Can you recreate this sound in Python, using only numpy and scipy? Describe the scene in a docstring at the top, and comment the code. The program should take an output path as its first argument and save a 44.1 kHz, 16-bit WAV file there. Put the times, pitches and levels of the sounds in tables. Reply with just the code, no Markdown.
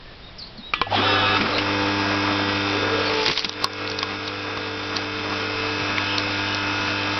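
"""Birds chirp over a paved yard, then the controls of an electric hydraulic log splitter clack, close by. The
motor runs up with a harsh buzz from its starting winding and settles to a mains hum, while the gear pump whines
and the oil hisses. The ram presses the log on the wedge until the motor sags; the wood gives way in a run of
cracks as the level of machine and yard dips deeply and recovers slowly, then tears with scattered pops. Mono,
narrow band."""
import sys
import numpy as np
from scipy import signal
from scipy.fft import rfft, irfft, next_fast_len
from scipy.io import wavfile
from scipy.ndimage import uniform_filter1d

SR = 44100
rng = np.random.default_rng(int(sys.argv[2]) if len(sys.argv) > 2 else 0)


def to_wav(sig):
    """Store sig (one row per channel, or 1-D mono) as 16-bit WAV at the path in sys.argv[1].

    Samples outside -1..1 are clipped; the rate is SR.
    """
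    pcm = np.clip(np.atleast_2d(sig), -1, 1) * 32767
    pcm = np.round(pcm).astype(np.int16)
    wavfile.write(sys.argv[1], SR, pcm.T)  # frames by channels


N = 317079
T = np.arange(N) / SR

# the machine's faders: voice -> (running free [dB], then offsets: starting [dB], wedge in the wood [dB],
# log parted [dB], full strain [dB])
VOICE_LEVELS = {"hum": (-33, 1, -0.9, -0.6, -12), "frame buzz": (-28.5, -7.5, -3.5, -4, -2),
                "rattle": (-28.5, 3, 0.5, -0.5, 0), "hiss": (-31.5, 2.5, 1.4, 1.5, 1),
                "lesser tones": (-26.5, -5.5, 0.5, 0.56, 1), "tooth rate": (-47, -3.5, 16, 1, 6.5),
                "tooth octave": (-34, -8.5, -8.5, -2, 20), "rotor whine": (-38, 2, 2.5, 3.5, -3)}
# the motor runs up, overshoots and settles: (time [s], speed [turns/s])
SHAFT_SPEED = [(0.82, 2), (0.94, 29), (1.0, 46), (1.06, 51.4), (1.13, 50.3), (1.22, 49.7), (1.38, 49.7),
               (1.44, 49.1), (1.62, 49.58)]
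# the level of machine and yard dips deeply as the log breaks and recovers slowly: (time [s], level [dB])
LEVEL_DIPS = [(.7, 2), (.9, 0), (3.2, -1.5), (3.3, -11), (3.38, -16), (3.54, -13.5), (3.62, -8),
              (3.69, -13), (3.82, -7.5), (4.25, -8), (5.0, -6.5), (5.8, -3), (7.19, -2.5)]
# overtones of the hum in the frame: (multiple of the mains frequency, level [dB])
FRAME_BUZZ = [(4, -7.5), (6, 0.5), (8, -8), (10, -24.5), (12, -21), (20, -10)]
# buzz of the starting winding: (frequency at full speed [Hz], level [dB])
STARTER_TONES = [(398, -34.5), (510, -35), (748.3, -35), (899.0, -36.5), (1190, -33), (1292, -32),
                 (1394, -40.5), (1491, -37), (1674, -34), (2528, -34), (2615, -32.5), (2985, -38),
                 (3362, -38.5), (3635, -36.5), (3738, -36), (3820, -40), (4960, -45)]
# the pump's lesser tones: shaft multiple -> (level, ram biting [dB], level, log parting [dB])
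PUMP_TONES = {10: (-33.5, -40.5), 11: (-40, -50.5), 16: (-43, -60.5), 20: (-50.5, -44.5), 24: (-39.5, -52),
              25: (-48.5, -46), 26: (-45.5, -41.5), 27: (-38.5, -43.5), 31: (-48.5, -47), 33: (-38, -39),
              42: (-51, -45), 44: (-43, -47), 45: (-44.5, -51), 48: (-49, -48), 49: (-44.5, -47),
              50: (-53, -44.5), 51: (-39, -38.5), 52: (-44, -36.5), 53: (-40.5, -60.5), 54: (-43, -40),
              56: (-61, -48.5), 63: (-55, -42.5), 64: (-38, -55), 72: (-38.5, -43), 73: (-40.5, -45.5),
              99: (-49.5, -51.5), 100: (-44.5, -55), 104: (-53, -50), 105: (-47, -47), 106: (-48.5, -55.5)}
# contour for the remaining shaft multiples: (frequency [Hz], level [dB])
PUMP_COMB = [(200, -55.5), (600, -61), (1300, -53.5), (2000, -51.5), (2700, -56.5), (3400, -51.5),
             (4100, -59.5), (5000, -59), (5800, -64)]
# how well the housing radiates the lesser tones: (frequency [Hz], gain [dB])
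HOUSING_EQ = [(500, 0), (1400, 1), (2100, 2.5), (2550, 0), (3000, -2), (3600, 1.5), (4400, -1), (4950, 3),
              (5280, 4), (5800, 5.5)]
# colour of the housing's rattle: (frequency [Hz], level [dB])
RATTLE_EQ = [(60, -18), (150, -12), (260, -1.5), (450, -6), (650, -0.5), (900, -2.5), (1200, 1.5),
             (1500, -2.5), (1900, -7), (2400, -7), (4000, -46)]
# colour of the valve's hiss: (frequency [Hz], level [dB])
HISS_EQ = [(1200, -14.5), (1800, -3), (2200, 1), (2600, 3.5), (2950, 2), (3500, -1), (4000, 0.5),
           (4500, -2), (5200, -1.5), (5600, -11.5), (6000, -17)]
# wood cracks: (time [s], level [dB], ring [Hz], ring width [Hz], knock against snap [dB], spray t60 [s])
CRACK_CUES = [(1.41, -12.5, 2020, 700, -20, 0.069), (1.582, -11.5, 2720, 900, -25, 0.1),
              (3.2625, -7, 3600, 2590, -13, 0.025), (3.2815, -7, 3400, 3000, -18, 0.023),
              (3.2992, -9.5, 3400, 2500, -9, .02), (3.3121, -12, 3410, 2510, -25, 0.092),
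              (3.3752, -10, 3150, 2600, -17, .044), (3.3935, -9.5, 4340, 1790, -19, 0.0061),
              (3.4455, -10, 3500, 2800, -16, 0.047), (3.4943, -9, 4230, 2400, -31, 0.0093),
              (3.6437, -2, 4200, 1600, -6, .011), (3.876, -15, 3650, 900, -23, 0.01),
              (3.8998, -18.5, 5300, 1000, -16, 0.015), (3.916, -15, 3400, 2200, -11, .02),
              (3.989, -13, 4450, 1300, -16, 0.016), (4.0295, -6.5, 3400, 2370, -6.5, 0.013),
              (4.277, -18, 3900, 800, -12, 0.032), (4.574, -13.5, 2450, 2030, -5, 0.017),
              (4.9671, -11, 4230, 690, -12, 0.0086), (5.9822, -8, 2240, 450, -9, 0.0081),
              (6.1818, -8, 3950, 750, -20, .02), (6.5473, -10, 4660, 2200, -27, .007)]
# the log's knock: (frequency [Hz], level [dB], t60 [s])
LOG_MODES = [(435, -7, 0.064), (810, -3, 0.051), (1010, 0, 0.1), (1092, 16, 0.037), (1400, 3.5, 0.052),
             (2220, -13.5, 0.026)]
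# switch and lever: (time [s], peak [dB], ring time factor, centre of the blow's spectrum [Hz],
# its width [octaves], scrape against ring [dB])
CLACK_CUES = [(0.7362, -5, 0.98, 1980, 0.33, 7), (0.815, -4, 0.62, 900, 1.6, -2)]
# the steel they strike: (frequency [Hz], level [dB], base t60 [s])
STEEL_MODES = [(480, -1.5, 0.15), (824, -10, 0.053), (900, 4, .04), (1045, 10.5, 0.067), (1230, -7, 0.024),
               (1710, -16.5, 0.8), (1953, -15.5, 0.43), (2360, 8.5, 0.036), (2490, 6, 0.032),
               (2760, -16.5, 0.096), (2870, -11.5, 0.082), (3340, -10.5, .05), (4200, -0.5, 0.044)]
# colour of their scrape: (frequency [Hz], level [dB])
SCRAPE_EQ = [(200, -17.5), (700, -16.5), (1200, 3), (1900, -14), (2700, 4.5), (3600, -4.5),
             (5500, -19.5), (7000, -43)]
# bumps, creaks and rings, a soft handling thump, and brief swells of the pump's tooth tone and the
# rotor whine: (peak time [s], rise [s], fall [s], frequency [Hz], resonator width [Hz], level [dB])
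SWELL_CUES = [(0.08, .04, .07, 1760, 90, -52), (0.59, .025, 0.032, 196, 130, -38.5),
              (0.779, .02, 0.045, 170, 230, -40.5), (0.87, .002, 0.014, 745, 110, -28),
              (0.924, 0.0022, 0.0087, 684, 200, -19.5), (0.94, 0.019, .017, 777, 160, -18.5),
              (0.955, 0.037, .05, 3250, 850, -25.5), (0.985, .02, .03, 1250, 600, -25.5),
              (0.986, 0.015, 0.024, 294, 75, -23.5), (0.975, 0.019, .025, 200, 70, -32.5),
              (1.04, 0.081, .1, 412, 90, -33), (1.41, .02, 0.066, 239, 180, -25.5),
              (1.53, 0.04, 0.061, 488, 130, -28), (2.83, 0.14, 0.07, 421, 110, -30),
              (2.95, .036, .055, 450, 25, -27.5), (3.03, 0.12, 0.25, 523, 110, -33),
              (1.55, .02, 0.026, 4050, 300, -28), (3.083, .03, 0.02, 4460, 330, -30.5),
              (3.252, 0.041, 0.075, 4830, 600, -30.5), (3.297, .017, 0.017, 220, 170, -27),
              (3.369, .025, 0.065, 4200, 1600, -30), (3.46, 0.0045, 0.021, 190, 150, -35),
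              (3.63, .018, 0.0092, 4180, 2200, -37), (5.8, 0.024, 0.045, 119, 130, -37),
              (6.12, 0.092, .07, 3050, 700, -31), (6.551, .15, .14, 2920, 170, -37.5),
              (6.8, .13, .13, 1437, 8.3, -33.5)]
# bird notes: (start [s], length [s], first pitch [Hz], last pitch [Hz], arch [Hz], level [dB], rasp)
BIRD_NOTES = [(0.217, .09, 3620, 3740, 60, -47, 40), (0.381, 0.072, 5270, 4130, -350, -36.5, 400),
              (0.42, 0.086, 4470, 4520, 0, -46, 500), (0.569, 0.05, 4700, 4130, -200, -42, 350),
              (0.625, .095, 3700, 3780, 100, -40, 45), (0.736, 0.091, 3580, 3340, -33, -37.5, 45)]
# colour of the outdoor air: (frequency [Hz], level [dB])
AIR_EQ = [(12, -19), (20, -12.5), (51, -16), (82, -23), (148, -25), (319, -29), (395, -28), (1540, -33.5),
          (1730, -34), (2600, -34.5), (3630, -33), (5330, -38), (6000, -58.5), (7800, -87.5), (13200, -120)]
# colour of the low rumble: (frequency [Hz], level [dB])
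RUMBLE_EQ = [(20, 1), (55, -5), (120, -3), (250, -10), (1000, -60.5)]

MAINS_HZ, GEAR_TEETH = 50, 9
FULL_SPEED, SAG_SPEED = 49.58, 1.4  # turns/s: running free, lost at full strain
STRAIN_FROM_S, GIVES_S, RELAX_S = 2.87, 3.28, .1
# stages of the stroke: (start [s], fade length [s])
HUM_ON, OIL_ON, WINDING_IN, WINDING_OUT = (.83, .11), (.86, .13), (.985, .054), (1.365, .024)
SETTLES, BITES, OPENS, PARTS = (1.5, .22), (2.51, .51), (3.97, 1.8), (5.68, .36)
STARTER_DB, JUDDER_TURNS, JUDDER_FADE_S = 1, .006, .09
SWITCH_OVER_DB = -5.5  # the hum falters when the starting winding drops out
CREEP_S, CREEP_DB = .0061, -13.5  # fibres start to tear just before each crack
SNAPS_PER_S, SNAP_FLOOR_DB = 28, -28.5
STRAIN_SNAPS_PER_S, STRAIN_SNAP_DB = 1300, 5.5  # added at full strain
BAND_EDGE_HZ, TOP_HZ = 5950, 15800


def motor_hum():
    """The stator is squeezed twice a mains cycle and thumps the frame, unevenly until the motor settles."""
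    angle = 2 * np.pi * (MAINS_HZ * T + .0053 * drift(12))
    flutter = .072 + .66 * (1 - ramp(SETTLES))
    buzz = sum(amp(db) * (1 + flutter * drift(15)) * np.cos(round(k) * angle) for k, db in FRAME_BUZZ)
    falter = amp(SWITCH_OVER_DB * (ramp(WINDING_OUT) - ramp(SETTLES)))
    hum = falter * np.cos(2 * angle)
    return -np.sqrt(2) * (ramp(HUM_ON) * fader("hum") * hum + ramp(OIL_ON) * fader("frame buzz") * buzz)


def starter_buzz(shaft):
    """The starting winding makes the rotor judder and its slots buzz until it drops out."""
    judder = JUDDER_TURNS * np.exp(-np.maximum(T - WINDING_IN[0], 0) / JUDDER_FADE_S)
    rotor = shaft + judder * drift(110)
    buzz = sum(amp(db) * tone(rotor * hz / FULL_SPEED, waver=.66, rate=30) for hz, db in STARTER_TONES)
    sizzle = amp(-35) * unit_rms(noise_band(N, hz=3400, width=780))
    return amp(STARTER_DB) * (ramp(WINDING_IN) - ramp(WINDING_OUT)) * (buzz + sizzle)


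def pump_whine(shaft):
    """Uneven gear teeth sing at multiples of the shaft speed; the balance shifts as the log opens."""
    leading = {GEAR_TEETH: "tooth rate", 2 * GEAR_TEETH: "tooth octave", 29: "rotor whine"}
    biting, parting = np.zeros((2, N))
    for k in range(3, 119):
        if k not in leading:
            nominal_hz = k * MAINS_HZ
            scattered_db = level_at(PUMP_COMB, nominal_hz) + 4.5 * rng.standard_normal(2)
            biting_db, parting_db = PUMP_TONES.get(k, scattered_db)
            partial = amp(level_at(HOUSING_EQ, nominal_hz)) * tone(k * shaft, waver=.39, rate=6)
            biting += amp(biting_db) * partial
            parting += amp(parting_db) * partial
    crossfade = np.maximum(ramp(OPENS), .25)
    comb = (1 - crossfade) * unit_rms(biting) + crossfade * unit_rms(parting)
    lead = sum(fader(voice) * tone(k * shaft, waver=.23, rate=12) for k, voice in leading.items())
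    return fader("lesser tones") * comb + lead


def oil_flow(shaft):
    """Each tooth squeezes out a puff of oil: the housing rattles and the valve hisses."""
    angle = 2 * np.pi * shaft
    mains_ripple = .093 * np.cos(4 * np.pi * MAINS_HZ * T)
    puffs = 1 + .085 * np.cos(GEAR_TEETH * angle) + .067 * np.cos(angle) + mains_ripple
    puffs *= amp(1.4 * drift(130))
    rattle = fader("rattle") * amp(1.4 * drift(17)) * colour(puffs * rng.standard_normal(N), RATTLE_EQ)
    hiss = fader("hiss") * amp(1.2 * drift(16)) * colour(puffs * rng.standard_normal(N), HISS_EQ)
    return rattle + hiss


def wood_cracks():
    """Fibres tear, then break: a snap and a spray of smaller ones ring the splinter; the log knocks."""
    out, pre_roll = np.zeros(N), SR // 40
    t = np.arange(-pre_roll, SR // 8) / SR
    after = np.maximum(t, 0)
    knock = unit_peak(ring(LOG_MODES, after))
    lowpass = signal.butter(4, BAND_EDGE_HZ, fs=SR, output="sos")
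    creep = amp(CREEP_DB) * np.exp(-abs(t) / CREEP_S)
    tail = amp(-23 - 60 * after / .094)
    for time, db, hz, width, knock_db, t60 in CRACK_CUES:
        envelope = np.where(t < 0, creep, amp(-60 * after / t60) + tail)
        spray = rng.standard_normal(len(t)) * envelope
        spray[pre_roll + 10] += 4  # the sharp transient of the break
        snap = unit_peak(signal.sosfilt(lowpass, resonate(spray, hz, width)))
        add(out, time + t[0], amp(db + 2) * unit_peak(snap + amp(knock_db) * knock))
    return out


def fibre_ticks():
    """Single fibres tick at the wedge, thickest and hardest just as the log gives way."""
    load = strain()
    rate = SNAPS_PER_S * ramp(BITES) + STRAIN_SNAPS_PER_S * load
    db = SNAP_FLOOR_DB + STRAIN_SNAP_DB * load ** 2 + 4.6 * np.minimum(rng.exponential(1, N), 2.5)
    snaps = amp(db) * (rng.random(N) < rate / SR) * rng.choice([-1, 1], N)
    t = np.arange(400) / SR
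    ticks = [np.exp(-t * hz / 1.9) * np.sin(2 * np.pi * hz * t) for hz in np.geomspace(2200, 5400, 8)]
    choice = rng.integers(0, len(ticks), N)
    return sum(np.convolve(snaps * (choice == k), tick)[:N] for k, tick in enumerate(ticks))


def control_clacks():
    """A short scrape and blow from the switch or lever set the steel ringing."""
    out, t = np.zeros(N), np.arange(SR // 4) / SR
    for time, db, stretch, centre_hz, octaves, scrape_db in CLACK_CUES:
        modes = [(hz, level - 3 * (np.log2(hz / centre_hz) / octaves) ** 2, t60)
                 for hz, level, t60 in STEEL_MODES]
        # staggered mode onsets smear the attack
        body = sum(np.roll(ring([mode], t, stretch), rng.integers(0, 60)) for mode in modes)
        scrape = colour(rng.standard_normal(len(t)), SCRAPE_EQ)
        scrape *= amp(-60 * t / .024) + amp(-13.5 - 60 * t / .24)
        add(out, time, amp(db) * unit_peak(unit_peak(body) + amp(scrape_db) * unit_peak(scrape)))
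    return out


def bumps_and_swells():
    """Noise bands swell and fade as bumps, creaks, rings, a handling thump, tooth tone and rotor whine."""
    out = np.zeros(N)
    for time, rise, fall, hz, width, db in SWELL_CUES:
        t = np.arange(-2 * rise, 2 * fall, 1 / SR)
        band = noise_band(SR, hz, width)[-len(t):]
        swell = np.exp(-(t / np.where(t < 0, rise, fall)) ** 2)
        add(out, time - 2 * rise, amp(db) * unit_rms(swell * band) * np.sqrt(np.mean(swell ** 2)))
    return out


def birds():
    """Thin whistles and raspy chirps: each note glides in an arch, swells and fades."""
    out = np.zeros(N)
    for start, length, first_hz, last_hz, arch_hz, db, rasp in BIRD_NOTES:
        progress = np.arange(0, length, 1 / SR) / length
        arch = np.sin(np.pi * progress)
        jitter = unit_rms(uniform_filter1d(rng.standard_normal(SR), 40))[:len(arch)]
        hz = first_hz + (last_hz - first_hz) * progress + arch_hz * arch + .6 * rasp * jitter
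        envelope = arch ** .49 * (1 + .42 * drift(150)[:len(arch)])
        add(out, start, np.sqrt(2) * amp(db) * envelope * np.sin(2 * np.pi * np.cumsum(hz) / SR))
    return out


def yard_air():
    """A bed of outdoor air with an uneven low rumble."""
    air = amp(-44) * colour(rng.standard_normal(N), AIR_EQ)
    rumble = colour(rng.standard_normal(N), RUMBLE_EQ)
    return air + amp(-54 + 2.6 * drift(6.4)) * rumble


def strain():
    """The load on the ram builds to 1 at the moment the log gives way, then relaxes."""
    build = np.clip((T - STRAIN_FROM_S) / (GIVES_S - STRAIN_FROM_S), 0, 1) ** 2
    return build * np.exp(-np.maximum(T - GIVES_S, 0) / RELAX_S)


def fader(voice):
    """A voice's gain follows the stage of the stroke and the strain."""
    free_db, starting_db, wedged_db, parted_db, strained_db = VOICE_LEVELS[voice]
    parted = ramp(PARTS)
    stage_db = starting_db * (1 - ramp(SETTLES)) + wedged_db * (ramp(BITES) - parted) + parted_db * parted
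    return amp(free_db + stage_db + strained_db * strain())


def ramp(stage):
    """Fades from 0 to 1 as a stage of the stroke sets in."""
    start, length = stage
    return np.clip((T - start) / length, 0, 1)


def automation(points):
    """A curve through (time, value) breakpoints."""
    return np.interp(T, *np.transpose(points))


def drift(rate):
    """A random wander with `rate` new values a second."""
    return np.interp(T * rate, np.arange(2048), rng.standard_normal(2048))


def tone(turns, waver, rate):
    """A partial of rms near 1 whose strength and phase waver."""
    strength, slip = 1 + waver * drift(rate), waver * drift(rate)
    return np.sqrt(2) * strength * np.cos(2 * np.pi * (turns + rng.random()) + slip)


def ring(modes, t, stretch=1):
    """The decaying modes of a struck body."""
    return sum(amp(db - 60 * t / (t60 * stretch)) * np.sin(2 * np.pi * hz * t) for hz, db, t60 in modes)


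def resonate(x, hz, width):
    """A resonance of gain 1, its width in Hz."""
    carrier = np.exp(2j * np.pi * hz * np.arange(len(x)) / SR)
    pole = np.exp(-np.pi * width / SR)
    return 2 * (carrier * signal.lfilter([1 - pole], [1, -pole], x / carrier + 1e-18)).real


def noise_band(samples, hz, width):
    """Noise passed twice through a resonance."""
    return resonate(resonate(rng.standard_normal(samples), hz, width), hz, width)


def level_at(eq, hz):
    """An EQ curve's level in dB, on a log-frequency axis."""
    freqs, db = np.transpose(eq)
    return np.interp(np.log(hz + 1), np.log(freqs + 1), db)


def colour(x, eq):
    """Applies an EQ curve and scales to rms 1."""
    size = next_fast_len(len(x))
    gain = amp(level_at(eq, np.fft.rfftfreq(size, 1 / SR)))
    return unit_rms(irfft(rfft(x, size) * gain, size)[:len(x)])


def amp(db):
    """Decibels to gain."""
    return 10 ** (np.asarray(db) / 20)


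def unit_rms(x):
    """Scales to rms 1."""
    return x / np.sqrt(np.mean(x ** 2) + 1e-20)


def unit_peak(x):
    """Scales to peak 1."""
    return x / (abs(x).max() + 1e-20)


def add(mix, time, sound):
    """Drops a sound into the mix at a time in seconds."""
    part = mix[max(round(time * SR), 0):][:len(sound)]
    part += sound[:len(part)]


def scene():
    """Machine, log and yard in mono; the shaft slows under strain."""
    speed = automation(SHAFT_SPEED) - SAG_SPEED * strain() + .012 * drift(25)
    shaft = np.cumsum(speed) / SR  # turns
    machine = motor_hum() + starter_buzz(shaft) + ramp(OIL_ON) * (pump_whine(shaft) + oil_flow(shaft))
    bed = amp(automation(LEVEL_DIPS)) * (machine + yard_air())
    mono = bed + fibre_ticks() + bumps_and_swells() + control_clacks() + wood_cracks() + birds()
    return np.array([mono, mono])


def record(dry):
    """A narrow-band microphone chain; the hardest crack overloads it with a bright tick."""
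    band_filter = signal.firwin(201, BAND_EDGE_HZ, window=("kaiser", 8), fs=SR)
    top_filter = signal.firwin(255, TOP_HZ, window=("kaiser", 9), fs=SR)
    narrow = signal.oaconvolve(dry, band_filter[None], "same")
    overloaded = np.clip(narrow, -.68, .68)
    return signal.oaconvolve(overloaded, top_filter[None], "same")


dry = scene()
out = record(dry)
to_wav(out)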